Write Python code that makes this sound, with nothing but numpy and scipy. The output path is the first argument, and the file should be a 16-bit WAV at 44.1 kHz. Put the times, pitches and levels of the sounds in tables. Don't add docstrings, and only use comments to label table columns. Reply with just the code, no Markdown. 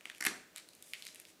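import sys
import numpy as np
from scipy import signal
from scipy.fft import rfft, irfft
from scipy.io import wavfile

SR = 44100
rng = np.random.default_rng(int(sys.argv[2]) if len(sys.argv) > 2 else 0)


def transcribe(u):
    v = np.clip(np.atleast_2d(u).T, -1, 1)
    q = np.round(v * 32767).astype(np.int16)
    wavfile.write(sys.argv[1], SR, q)


N = 61739

# (frequency [Hz], relative level [dB])
NOISE_SPECTRUM = [(25, -4), (55, -16), (85, 4.5), (150, -1), (220, -0.5), (360, 3), (600, -2), (850, -6.5),
                  (2300, -8.5), (3400, -9), (5500, -11), (13000, -17), (15200, -1), (16000, -14.5)]
# (frequency [Hz], level [dB])
ROOM_TONES = [(318, -79.5), (620, -80)]
# (frequency [Hz], time to fall 60 dB [s], gain [dB])
REVERBERATION = [(121, 0.57, 6), (190, 0.34, -0.5), (320, 0.41, 0), (706, 0.48, 6), (1010, 0.36, -4.5),
                 (1320, 0.59, -3.5), (2020, 0.47, -10.5), (5530, 0.38, -2), (7700, .43, -4.5),
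                 (14200, 0.32, -17)]
# (delay [s], gain [dB])
REFLECTIONS = [(0.0169, -16.5)]
# (centre time [s], half length [s], level [dB], tilt above 1 kHz [dB/octave])
HAND_STROKES = [(0.083, .041, -59.5, -1), (0.165, 0.019, -61.5, 3), (0.586, 0.03, -56, -0.5),
                (.777, .084, -71, 4), (0.89, 0.057, -58, 7.5), (0.99, 0.073, -60.5, 3.5),
                (1.074, 0.06, -59.5, 4), (1.186, 0.057, -64, 1), (1.293, .024, -60.5, 3.5)]
# (frequency [Hz], relative level [dB])
FABRIC_SPECTRUM = [(200, -7.5), (900, -4.5), (2200, 13), (4000, 2), (7000, 2.5), (11000, -0.5), (13000, -8),
                   (16000, -9.5)]
# (time [s], level [dB])
PADDED_KNOCKS = [(.0556, -58), (.2100, -47), (.2520, -54), (.2681, -35.5)]
# (time [s], ring frequency [Hz], ring level [dB],
# clack frequency [Hz], clack level [dB], tick level [dB])
FINGER_CLICKS = [(.0092, 2040, -48.5, 3240, -59, -56), (.0552, 2120, -34, 2950, -44, -47),
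                 (.0992, 2150, -34.5, 2900, -64, -47.5), (.1484, 2570, -46.5, 4000, -69, -53),
                 (.182, 2450, -52, 5000, -68, -49.5), (0.5609, 2020, -44.5, 3680, -45, -38),
                 (0.5732, 2440, -50, 4400, -45.5, -49), (.5768, 2900, -61, 4200, -48, -51),
                 (0.5815, 2200, -45, 3820, -45, -42), (.6883, 2550, -56, 4300, -50, -49),
                 (.7340, 2740, -63, 4000, -54.5, -56), (.7510, 2470, -64, 5000, -63, -50),
                 (.8251, 2790, -57, 3800, -50.5, -42), (.9349, 2080, -32.5, 3220, -34, -41),
                 (.9420, 2180, -39, 3400, -62, -51), (.9468, 2400, -42.5, 3100, -54, -63),
                 (1.0232, 2930, -53, 3600, -39, -47), (1.052, 2510, -55, 4070, -48, -44.5),
                 (1.0630, 2400, -48, 3600, -50, -57), (1.0672, 2300, -41.5, 3800, -40, -41.5),
                 (1.0781, 2980, -58, 5870, -45.5, -63), (1.088, 1980, -50.5, 3580, -49, -65),
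                 (1.1468, 2400, -57, 5230, -71, -45), (1.1580, 2280, -50, 3100, -50, -47),
                 (1.1996, 2180, -50.5, 4050, -54, -41), (1.252, 2520, -49.5, 4000, -50, -54)]
# (time [s], ring frequency [Hz], ring level [dB],
# clack frequency [Hz], clack level [dB], tick frequency [Hz], tick level [dB])
CATCH_SLIPS = [(.2063, 1720, -36, 5430, -47, 8300, -42), (.2096, 1650, -35.5, 4900, -35, 7800, -34),
               (.2247, 1800, -30, 4700, -44, 9400, -35), (.2370, 1820, -39, 5200, -53, 10000, -51),
               (.2405, 1940, -41, 5340, -47, 9600, -35), (.2502, 2030, -37, 5200, -45, 11000, -44),
               (.2516, 2050, -27.5, 5400, -32, 11400, -26), (.2580, 2200, -34, 3200, -38, 9600, -36),
               (.2634, 1900, -28.5, 3100, -36, 10600, -33), (.2654, 2080, -27, 4500, -32, 8000, -30),
               (.2662, 2150, -28, 5600, -34, 11000, -29), (.2688, 1920, -23.5, 2800, -27.5, 8600, -28.5)]
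# (frequency [Hz], relative level [dB], time to fall 60 dB [s])
PLASTIC_MODES = [(1194, -3.5, 0.15), (1458, 4, 0.083), (1734, 10, 0.057), (1800, 5, 0.11), (2107, 13, 0.11),
                 (2294, 3, 0.037), (2987, -1, .07), (5305, -5, 0.046)]
# (frequency [Hz], gain [dB])
MIC_RESPONSE = [(25, -9), (60, -12.5), (100, -8), (170, 1), (280, -1), (8000, 0), (12000, -0.5),
                (13500, -2.5), (16000, -17.5)]


def amp(db):
    return 10 ** (np.asarray(db) / 20)


def unit(x):
    return x / np.sqrt(np.mean(x ** 2) + 1e-20)


def read(points, hz, column=1):
    table = np.array(points, float)
    return np.interp(np.log(hz + 1), np.log(table[:, 0] + 1), table[:, column])


def add(mix, start_s, sound):
    part = mix[max(round(start_s * SR), 0):][:len(sound)]
    part += sound[:len(part)]


def colour(x, spectrum, tilt_db=0):
    hz = np.fft.rfftfreq(len(x), 1 / SR)
    octaves = np.log2(np.maximum(hz, 1000) / 1000)
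    return irfft(rfft(x) * amp(read(spectrum, hz) + tilt_db * octaves), len(x))


def minimum_phase(gain):
    log_gain = np.log(np.maximum(np.r_[gain, gain[-2:0:-1]], gain.max() * 1e-4))
    return np.fft.ifft(np.exp(np.conj(signal.hilbert(log_gain)))).real


def background(noise_db=-63.5, tone_width_hz=8.2):
    hz = np.fft.rfftfreq(N, 1 / SR)
    tones = np.zeros(N)
    for centre, db in ROOM_TONES:
        band = np.exp(-((hz - centre) / tone_width_hz) ** 2)
        tones += amp(db) * unit(irfft(rfft(rng.standard_normal(N)) * band, N))
    return tones + amp(noise_db) * unit(colour(rng.standard_normal(N), NOISE_SPECTRUM))


def room_response(near_db=-2, wall_delay_s=0.01, early_db=2, early_decay_s=0.0053):
    hz, t, noise = signal.stft(rng.standard_normal(SR * 3 // 4), SR, nperseg=256)
    t60 = read(REVERBERATION, hz)[:, None]
    decay = amp(read(REVERBERATION, hz, column=2)[:, None] - 60 * t / t60)
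    energy_norm = np.sqrt(2 * np.log(1000) / t60 / SR)
    tail = signal.istft(noise * decay * energy_norm, SR, nperseg=256)[1]
    since_wall = np.arange(len(tail)) / SR - wall_delay_s
    tail *= amp(np.where(since_wall < 0, near_db, early_db * np.exp(-abs(since_wall) / early_decay_s)))
    for delay_s, db in REFLECTIONS:
        add(tail, delay_s, amp([db]))
    return tail


def room(x, tails=4, step_s=0.0028, crossover_hz=800):
    low = signal.sosfilt(signal.butter(2, crossover_hz, fs=SR, output="sos"), x)
    high = signal.sosfilt(signal.butter(2, crossover_hz, "high", fs=SR, output="sos"), x)
    steps = np.arange(N) / SR / step_s
    parts = [low]
    for k in range(tails):
        fade_distance = abs((steps - k + tails / 2) % tails - tails / 2)
        parts.append(high * np.cos(np.pi / 2 * np.minimum(fade_distance, 1)))
    return sum(signal.fftconvolve(part, room_response())[:N] for part in parts)


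def fabric(fibres_per_s=3600, spread_db=4, rub_gain=0.4):
    out, t = np.zeros(N), np.arange(N) / SR
    for centre_s, half_s, db, tilt_db in HAND_STROKES:
        strength = amp(spread_db * np.minimum(rng.exponential(1, N), 4))
        released = rng.random(N) < fibres_per_s / SR
        grains = strength * released * rng.choice([-1, 1], N)
        friction = unit(grains) + rub_gain * rng.standard_normal(N)
        swell = np.exp(-((t - centre_s) / half_s) ** 2)
        out += amp(db) * swell * unit(colour(friction, FABRIC_SPECTRUM, tilt_db))
    return out


def knocks(hz=290, rise_s=0.0011, decay_s=0.0031):
    out, t = np.zeros(N), np.arange(SR // 10) / SR
    envelope = (1 - np.exp(-t / rise_s)) * np.exp(-t / decay_s)
    thud = -2 * envelope * np.sin(2 * np.pi * hz * t)
    for start_s, db in PADDED_KNOCKS:
        add(out, start_s, amp(db) * thud)
    return out


RING_Q, TICK_Q, RESONANCE_CUT_HZ = 2.9, 2.1, 900
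DISPERSION_S = 0.0005


def click(ring_hz, ring_db, clack_hz, clack_db, tick_hz, tick_db, clack_q, push_db, trail_gain, trail_s):
    size = 1024
    hz, t = np.fft.rfftfreq(size, 1 / SR) + 1, np.arange(size) / SR
    drive = trail_gain * unit(rng.standard_normal(size) * np.exp(-t / trail_s)) / np.sqrt(size)
    drive[0] += 1
    drive_power = abs(rfft(drive)) ** 2
    push = amp(ring_db + push_db) / (1 + (hz / ring_hz) ** 2)
    power = push ** 2 * size / 2 / (1 + (260 / hz) ** 4)
    resonances = (ring_hz, RING_Q, ring_db), (clack_hz, clack_q, clack_db), (tick_hz, TICK_Q, tick_db)
    for centre, q, db in resonances:
        detuning = q * (hz / centre - centre / hz)
        peak = 1 / (1 + detuning ** 2 / 2) ** 2 / (1 + (RESONANCE_CUT_HZ / hz) ** 4)
        power += amp(db) ** 2 * peak / np.mean(peak * drive_power) * SR / 1000
    group_delay = DISPERSION_S * (1 - hz / hz[-1])
    dispersion = np.exp(-2j * np.pi * np.cumsum(group_delay) * SR / size)
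    pulse = irfft(rfft(minimum_phase(np.sqrt(power))) * dispersion)
    return signal.fftconvolve(drive, pulse)


def fastener(modes_db=-25, finger_tick_hz=9600):
    out, t = np.zeros(N), np.arange(SR // 4) / SR
    for start_s, ring_hz, ring_db, *clack_and_tick in CATCH_SLIPS:
        slip = click(ring_hz, ring_db, *clack_and_tick,
                     clack_q=2.2, push_db=-14, trail_gain=0.9, trail_s=0.0013)
        add(out, start_s - DISPERSION_S / 2, slip)
        for hz, db, t60 in PLASTIC_MODES:
            envelope = amp(ring_db + modes_db + db - 60 * t / t60)
            add(out, start_s, envelope * np.sin(2 * np.pi * (hz * t + rng.random())))
    for start_s, *ring_and_clack, tick_db in FINGER_CLICKS:
        push_db = -18 if start_s < CATCH_SLIPS[0][0] else -31
        add(out, start_s, click(*ring_and_clack, finger_tick_hz, tick_db,
                                clack_q=2.9, push_db=push_db, trail_gain=0.73, trail_s=0.00094))
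    return out


def scene():
    direct = fastener() + knocks() + fabric()
    return (direct + room(direct) + background())[None]


def record(dry):
    band_limit = signal.firwin(511, 16300, window=("kaiser", 9), fs=SR)
    return signal.oaconvolve(colour(dry[0], MIC_RESPONSE), band_limit, "same")[None]


dry = scene()
out = record(dry)
transcribe(out)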